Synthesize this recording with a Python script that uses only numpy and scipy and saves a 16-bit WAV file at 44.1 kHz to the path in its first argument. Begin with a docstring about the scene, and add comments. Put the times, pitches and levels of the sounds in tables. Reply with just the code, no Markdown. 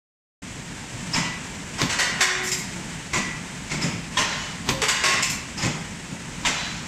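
"""Motors hum, gears rumble and fans rush as a wire forming machine runs two cycles, heard from close by.
Its heavy frame thuds, feed rollers jerk the wire, and the wire squeaks and twangs. Tool slides clack,
the cutter snaps and loose steel jingles; the rollers clamp shut with a puff of air.
The hard workshop walls echo, and an automatic volume control dips after each loud blow."""
import sys
import numpy as np
from scipy import signal
from scipy.fft import rfft, irfft, next_fast_len
from scipy.io import wavfile
from scipy.ndimage import uniform_filter1d, map_coordinates

SR = 44100
rng = np.random.default_rng(int(sys.argv[2]) if len(sys.argv) > 2 else 0)


def wav_record(signal):
    """Record a signal, one row per channel, as 16-bit PCM in the file named by sys.argv[1]."""
    frames = np.transpose(np.atleast_2d(signal))
    bounded = np.clip(frames, -1, 1)
    # unit amplitude maps onto the largest positive 16-bit level
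    quanta = np.round(bounded * 32767).astype(np.int16)
    wavfile.write(sys.argv[1], SR, quanta)


N = 302967
TIME = np.arange(N) / SR
AGE = np.arange(SR) / SR  # seconds since a blow
FREQS_HZ = np.fft.rfftfreq(SR, 1 / SR)  # the frequencies in a one-second sound

# the rollers jerk the wire: start_s, clatter_db, attack_s, thud_db, thud_hz
FEED_JERKS = [(1.13, -25, 0.018, -22.5, 168.5), (3.131, -27.5, 0.0022, -24.5, 195),
              (3.696, -33, 0.0057, -26.5, 159), (3.812, -32, 0.002, -18.5, 169),
              (5.568, -35, 0.0073, -43, 147), (5.616, -28, 0.011, -18, 157.2)]
# the cutter bites through: start_s, level_db, brightness_db_per_octave
WIRE_CUTS = [(1.8149, -16, 0.6), (4.6888, -13.5, 1)]
# the rollers clamp shut: start_s, level_db, brightness_db_per_octave
CLAMP_STROKES = [(4.1698, -14.5, -0.1), (6.449, -17, 0.1)]


def amp(db):
    """Turn decibels into a multiplier."""
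    return 10 ** (np.asarray(db) / 20)


def unit(x):
    """Scale a sound to an average power of 1."""
    return x / np.sqrt(np.mean(x ** 2) + 1e-20)


def along(points, hz):
    """Read between rows of pitch_hz, value, with octaves evenly spaced."""
    pitches, values = np.transpose(points)
    return np.interp(np.log(hz + 1), np.log(pitches + 1), values)


def wobble(rate, size=N):
    """A smooth curve through `rate` random values a second."""
    return map_coordinates(rng.standard_normal(int(size * rate / SR) + 4), [TIME[:size] * rate])


def noise(tone, size, shape_db=0):
    """Noise of power 1; tone and shape_db set how strong its frequencies are against each other."""
    gain = amp(along(tone, np.fft.rfftfreq(size, 1 / SR)) + shape_db)
    return unit(irfft(rfft(rng.standard_normal(size)) * gain, size))


def fade(decay_s, t=AGE):
    """Die away by 60 dB in decay_s."""
    return np.exp(-np.log(1000) * np.minimum(t / decay_s, 10))


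def add(track, start_s, sound):
    """Mix a sound into the track at start_s."""
    part = track[round(start_s * SR):][:len(sound)]
    part += sound[:len(part)]


def wavering_tone(hz, width_hz):
    """Many close pitches around hz beat gently against each other."""
    band = np.exp(-.5 * np.minimum(np.abs(FREQS_HZ - hz) / width_hz, 10) ** 2)
    tones = np.fft.ifft(rfft(rng.standard_normal(SR)) * band, SR)
    return unit(tones.real / (np.abs(tones) + 1e-12) ** .6)  # partly evens out the loudness


def echo(sound):
    """The workshop's echo builds up quickly; its middle rings longest, while bass and treble die away sooner."""
    # how long the room rings: pitch_hz, decay_s
    room_decay = [(150, 0.32), (1000, 0.88), (2500, 0.76), (7000, 0.49), (12000, 0.33)]
    hz, t, spectrum = signal.stft(rng.standard_normal(SR), SR, nperseg=256)
    spectrum = spectrum * fade(along(room_decay, hz)[:, None], t)
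    tail = signal.istft(spectrum, SR)[1][:SR] * (1 - np.exp(-AGE / 0.014))
    return signal.fftconvolve(sound, tail / np.linalg.norm(tail))[:SR]


def bounces(rattle_s, rebound, decay_s, count=40):
    """The loudness of a blow and its weakening bounces: each ticks, then dies away in the steel."""
    when = 2 * (np.arange(count) + rng.random(count)) / count
    power = rebound * np.exp(-when ** 2) * rng.lognormal(-.15, 0.8, count)
    hits = np.bincount(np.minimum(when * rattle_s * SR, SR - 1).astype(int), power, SR)
    hits[0] += 1  # the blow itself
    tick = 3.2 * fade(0.006) ** 2
    energy = np.abs(signal.fftconvolve(hits, fade(decay_s) ** 2 + tick)[:SR])
    return np.sqrt(energy / energy[:int((rattle_s + .005) * SR)].mean())


def blows(events, tone, rebound, decay_s, scrape_db, echo_db, rings=(), ring_db=0, width_hz=0):
    """Steel hits steel: a short scrape, a crash, any ringing tones, and the room's echo."""
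    track = np.zeros(N)
    octaves = np.log2(np.maximum(FREQS_HZ, 400))
    for start_s, db, attack_s, rattle_s, brightness in events:
        # each spot that is struck favours its own pitches, more so in the treble
        ripple = map_coordinates(rng.standard_normal(400), [FREQS_HZ / 65])
        ripple_db = (1.6 + .5 * (octaves - octaves[0])) * ripple
        crash = bounces(rattle_s, rebound, decay_s) * noise(tone, SR, brightness * octaves + ripple_db)
        ring = sum(amp(level) * fade(life) * wavering_tone(hz, width_hz) for hz, level, life in rings)
        onset = 1 - np.exp(-AGE / attack_s)
        strike = onset * (crash + amp(ring_db) * ring)
        add(track, start_s, amp(db) * (strike + amp(echo_db) * echo(crash)))
        # the parts rub ever harder just before they meet
        scrape = fade(0.13)[::-1] * noise(tone, SR)
        add(track, start_s - 1, amp(db + scrape_db) * scrape)
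    return track


def drives():
    """Gears rumble unevenly, fans rush and motors hum with a slight waver."""
    # the load on the drives: time_s, rumble_db, fan_db
    load = [(0.5, -38, -39.5), (1.0, -37, -37.5), (2.8, -38, -36.5), (4.0, -38.5, -38.5),
            (6.87, -37, -38.5)]
    # tone of the gears: pitch_hz, level_db
    gear_tone = [(22, -36), (38, -5.5), (75, -7), (166, 0.5), (265, -5.5), (312, -12), (450, -36),
                 (990, -119)]
    # tone of the fans: pitch_hz, level_db
    fan_tone = [(210, -5), (350, 1), (600, -3), (818, -3), (899, 1), (1170, -4.5), (1910, 0.5), (2790, -3),
                (4330, -9), (7750, -4.5), (11300, -27.5), (13400, -27.5), (14300, -52)]
    # motor notes: pitch_hz, level_db
    motor_notes = [(48.6, -56.5), (177.5, -50.5)]
    time_s, rumble_db, fan_db = np.transpose(load)
    rumble = amp(np.interp(TIME, time_s, rumble_db) + 1.4 * wobble(14)) * noise(gear_tone, N)
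    fans = amp(np.interp(TIME, time_s, fan_db) + .7 * wobble(9) + .7 * wobble(70)) * noise(fan_tone, N)
    hum = np.zeros(N)
    for hz, db in motor_notes:
        level = np.sqrt(2) * amp(db + 1.3 * wobble(3.98))
        hum += level * np.sin(2 * np.pi * hz * TIME + 0.5 * wobble(5.1))
    return rumble + fans + hum


def frame_thuds(lag_s=.017, rock_s=.1, rise_s=0.029, cut_rise_s=0.01):
    """The heavy frame booms after every feed, clamp, bump and cut; cuts also jolt the whole machine."""
    # dull bumps of the drive: start_s, level_db, pitch_hz
    bumps = [(0.93, -31, 137), (2.731, -32.5, 334), (3.765, -27.5, 161), (5.115, -27, 206),
             (5.186, -34.5, 167), (6.109, -33, 132)]
    # tone of a thud: pitch_hz, level_db
    thud_tone = [(30, -31), (70, -14), (120, 2), (270, -1.5), (400, -14), (600, -11), (1500, -51)]
    # tone of a jolt: pitch_hz, level_db
    jolt_tone = [(15, -14), (35, 3), (120, 5), (300, 3), (900, -51)]
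    thuds = []  # start_s, level_db, pitch_hz, swell_s
    for start_s, _, _, db, hz in FEED_JERKS:
        thuds.append((start_s + lag_s, db, hz, rise_s))
        thuds.append((start_s + lag_s + rock_s, db - 7.5, hz, rise_s))  # the frame rocks back
    thuds += [(start_s + lag_s, db - 10.5, 180.7, rise_s) for start_s, db, _ in CLAMP_STROKES]
    thuds += [(start_s, db, hz, rise_s) for start_s, db, hz in bumps]
    thuds += [(start_s, db - 3, 130, cut_rise_s) for start_s, db, _ in WIRE_CUTS]
    track = np.zeros(N)
    for start_s, db, hz, swell_s in thuds:
        swell = (1 - np.exp(-AGE / swell_s)) * fade(0.26)
        boom = 0.58 * np.sin(2 * np.pi * hz * AGE) + 0.5 * noise(thud_tone, SR)
        add(track, start_s, amp(db) * swell / swell.max() * boom)
    for start_s, *_ in WIRE_CUTS:
        add(track, start_s, amp(-24) * fade(0.53) * noise(jolt_tone, SR))
    return track


def feed_rollers(gap_s=.019, rattle_s=.04, brightness=-0.77):
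    """Each jerk is two blows: the gears take up their slack, then drive home."""
    # tone of a jerk: pitch_hz, level_db
    jerk_tone = [(210, -5), (350, 0), (450, -18), (805, -5.5), (1020, -3.5), (1640, -6.5), (2200, -1),
                 (4140, -10.5), (7210, -4), (10100, -27.5), (14000, -42)]
    # the rollers ring: pitch_hz, level_db, decay_s
    roller_rings = [(987, 10.7, 0.49), (1700, 3, 0.21), (2210, 7.8, 0.19)]
    pairs = []
    for start_s, db, attack_s, *_ in FEED_JERKS:
        pairs.append((start_s, db + 2.5, attack_s, rattle_s, brightness))
        pairs.append((start_s + gap_s, db, attack_s, rattle_s, brightness))
    return blows(pairs, jerk_tone, rebound=0.57, decay_s=0.062, scrape_db=-12, echo_db=-5.5,
                 rings=roller_rings, ring_db=-27.5, width_hz=82)


def wire_squeaks(half_length_s=0.0094, echo_db=-5.0):
    """The wire sticks and slips, which makes it squeak on one rough note."""
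    # the wire slips: peak_s, level_db, pitch_hz
    slips = [(1.144, -21.5, 5170), (2.528, -27, 5120), (3.72, -30.5, 2210), (3.76, -32, 2290),
             (3.828, -27.5, 5160), (5.585, -31.5, 5160), (5.629, -32, 5050)]
    track = np.zeros(N)
    swell = np.exp(-.5 * (AGE / half_length_s - 2) ** 2) * (1 - np.exp(-AGE / half_length_s))
    for peak_s, db, hz in slips:
        squeak = swell * wavering_tone(hz, width_hz=290)
        add(track, peak_s - 2 * half_length_s, amp(db) * (squeak + amp(echo_db) * echo(squeak)))
    return track


def wire_twangs():
    """Loose lengths of wire and springs ring, wavering as they sway, until a tool stops them."""
    # the twangs: start_s, pitch_hz, level_db, free_s
    twangs = [(1.165, 1030, -30, 0.02), (1.17, 1978, -31, 0.17), (2.21, 370, -28.5, 0.37),
              (3.15, 1024, -30, 0.015), (3.15, 2160, -30, 0.014), (3.15, 1965, -30, 0.21),
              (4.69, 534, -29, 0.12), (4.823, 430, -20.5, 0.002), (5.04, 1088, -20, 0.097),
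              (5.04, 1965, -24.5, 0.12), (5.041, 1703, -28, 0.069)]
    track = np.zeros(N)
    for start_s, hz, db, free_s in twangs:
        damper = fade(0.24, np.maximum(AGE - free_s, 0))
        sway_db = 1.3 * wobble(30, SR)
        drift = .25 * wobble(30, SR)
        tone = amp(sway_db) * np.sin(2 * np.pi * hz * AGE + drift)
        add(track, start_s, amp(db) * fade(2.5) * damper * tone)
    return track


def tool_slides():
    """Sliding tools clack against their stops and ring on."""
    # the hits: start_s, level_db, attack_s, rattle_s, brightness_db_per_octave
    clacks = [(1.778, -24.5, 0.02, 0.059, 0.5), (1.893, -23.5, 0.003, 0.04, 1.6),
              (1.986, -17, 0.0077, 0.043, 1.5), (2.2068, -8.5, 0.0016, 0.021, 3),
              (4.8175, -19, 0.0005, 0.027, 1.5), (4.882, -14, 0.0034, 0.019, 3.5),
              (5.037, -15.5, 0.001, 0.064, 1.5), (5.129, -25, .001, 0.0093, 0)]
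    # tone of a clack: pitch_hz, level_db
    clack_tone = [(150, -49), (250, -14), (364, -1.5), (471, -3), (900, -2.5), (1070, 1.5), (1290, -2),
                  (1950, 1.5), (3000, -3.5), (3850, -9), (7850, -8.5), (8250, -16), (10500, -29.5),
                  (13100, -34), (15000, -80)]
    # the slides ring: pitch_hz, level_db, decay_s
    slide_rings = [(1045, 2.5, .75), (1460, -1, .8), (1585, 1, .75), (1815, 1, .7), (1935, 4.5, .95),
                   (2010, -1, .9), (2135, 2, .9), (2870, 2.5, .7), (3610, 3, .55), (4560, 3, .5),
                   (5828, 3.5, .5), (6518, 3.5, .5), (7412, 3, .45)]
    return blows(clacks, clack_tone, rebound=0.12, decay_s=0.11, scrape_db=-20, echo_db=-6.0,
                 rings=slide_rings, ring_db=-20.0, width_hz=18.6)


def cutter(attack_s=0.00033, rattle_s=0.0045, crack_peak_s=0.0026, crack_db=5.5):
    """The wire breaks with one sharp crack and a short, dead crash of the tool."""
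    # tone of the tool: pitch_hz, level_db
    tool_tone = [(120, -38), (200, 2), (659, -13), (1040, -6), (1170, -13.5), (1880, -10.5), (7280, -18.5),
                 (10800, -41.5), (13700, -30), (15000, -64)]
    # tone of the breaking wire: pitch_hz, level_db
    crack_tone = [(400, -10), (2400, 7), (6500, 7), (9000, -28), (14000, -48)]
    snaps = [(start_s, db, attack_s, rattle_s, brightness) for start_s, db, brightness in WIRE_CUTS]
    track = blows(snaps, tool_tone, rebound=0.031, decay_s=0.2, scrape_db=-13.5, echo_db=-11.5)
    burst = (AGE / crack_peak_s) ** 2 * np.exp(1 - (AGE / crack_peak_s) ** 2)
    for start_s, db, _ in WIRE_CUTS:
        add(track, start_s, amp(db + crack_db) * burst * noise(crack_tone, SR))
    return track


def loose_steel(rattle_s=0.033):
    """Loose steel tumbles and scrapes in a gritty run of small hits."""
    # the jingles: start_s, level_db, attack_s, brightness_db_per_octave
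    jingles = [(2.43, -33, 0.0073, 10), (2.464, -29.5, 0.0036, 4.5), (2.5161, -26, 0.00054, 4),
               (2.578, -35, 0.004, 9), (5.2236, -20.5, 0.0027, 1.5), (5.295, -28.5, 0.0034, 7.5)]
    # tone of a jingle: pitch_hz, level_db
    jingle_tone = [(530, -43), (900, -40), (1050, 15), (1380, -37), (1970, 15), (3390, 1.5), (7240, 3.5),
                   (10100, -13.5), (13500, -18)]
    # the pieces ring: pitch_hz, level_db, decay_s
    steel_rings = [(5150, -1, 0.2), (7080, -2, 0.22), (7410, 2, 0.3), (7800, -3, 0.15)]
    hits = [(start_s, db, attack_s, rattle_s, brightness)
            for start_s, db, attack_s, brightness in jingles]
    return blows(hits, jingle_tone, rebound=0.26, decay_s=0.061, scrape_db=-19, echo_db=-7.0,
                 rings=steel_rings, ring_db=-5.5, width_hz=78)


def clamps(attack_s=0.005, rattle_s=0.041):
    """The rollers close on the wire with a crisp clank."""
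    # tone of a clank: pitch_hz, level_db
    clank_tone = [(240, -5.5), (450, -8.5), (750, -5), (1050, 2), (1260, -8), (1600, 1), (2960, -3),
                  (4280, -8.5), (5830, -7.5), (7600, -9.5), (8200, -16.5), (13500, -39.5)]
    # the clamp rings: pitch_hz, level_db, decay_s
    clamp_rings = [(1035, 12.2, 0.047), (3254, 8.8, 0.063), (3720, 7.2, 0.07)]
    clanks = [(start_s, db, attack_s, rattle_s, brightness) for start_s, db, brightness in CLAMP_STROKES]
    return blows(clanks, clank_tone, rebound=0.14, decay_s=0.14, scrape_db=-18.0, echo_db=-8.5,
                 rings=clamp_rings, ring_db=-7.5, width_hz=70)


def air_puffs(level_db=-32.0, length_s=0.39):
    """After each clamp an air cylinder empties with a hiss and faint whistles."""
    # tone of the hiss: pitch_hz, level_db
    hiss_tone = [(300, -13), (1000, 2), (2200, 2), (7300, -4.5), (8400, -25.5), (13500, -34)]
    # the air catches an edge and whistles: start_s, pitch_hz, level_db, held_s
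    whistles = [(4.21, 3984, -40.5, .17), (4.36, 2982, -42.5, .19), (4.38, 6780, -43, .11),
                (6.52, 3984, -39, .24)]
    track = np.zeros(N)
    flow = (1 - np.exp(-AGE / .03)) * np.exp(-(AGE / length_s) ** 3)
    for start_s, *_ in CLAMP_STROKES:
        add(track, start_s, amp(level_db) * flow * noise(hiss_tone, SR))
    for start_s, hz, db, held_s in whistles:
        swell = signal.windows.tukey(round(held_s * SR), .5)
        add(track, start_s, amp(db) * swell * wavering_tone(hz, width_hz=7)[:len(swell)])
    return track


def scene():
    """All parts of the machine, mixed into one channel."""
    squeaks = wire_squeaks()
    air = air_puffs()
    clatter = tool_slides() + clamps() + feed_rollers() + cutter() + loose_steel()
    return (clatter + squeaks + air + frame_thuds() + wire_twangs() + drives())[None]


def volume_control(sound, threshold_db, strength, recovery_db_per_s):
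    """Loud sound turns the volume down at once; it then comes back steadily."""
    level_db = 10 * np.log10(np.abs(uniform_filter1d(sound ** 2, size=300)) + 1e-12)
    dip_db = strength * np.maximum(level_db - threshold_db, 0)
    recovery_db = recovery_db_per_s * TIME
    held_db = np.maximum.accumulate(dip_db + recovery_db, axis=-1) - recovery_db
    return sound * amp(-uniform_filter1d(held_db, size=100))


def record(dry, start_s=0.419, top_hz=14250):
    """Turn down loud blows, keep silent until start_s and remove the treble above top_hz."""
    fade_in = np.clip((TIME - start_s) / 0.0053, 0, 1)
    sound = volume_control(dry, threshold_db=-21.0, strength=0.59, recovery_db_per_s=35) * fade_in
    size = next_fast_len(N + SR)
    below_top = np.fft.rfftfreq(size, 1 / SR) < top_hz
    return irfft(rfft(sound, size) * below_top, size)[:, :N]


dry = scene()
out = record(dry)
wav_record(out)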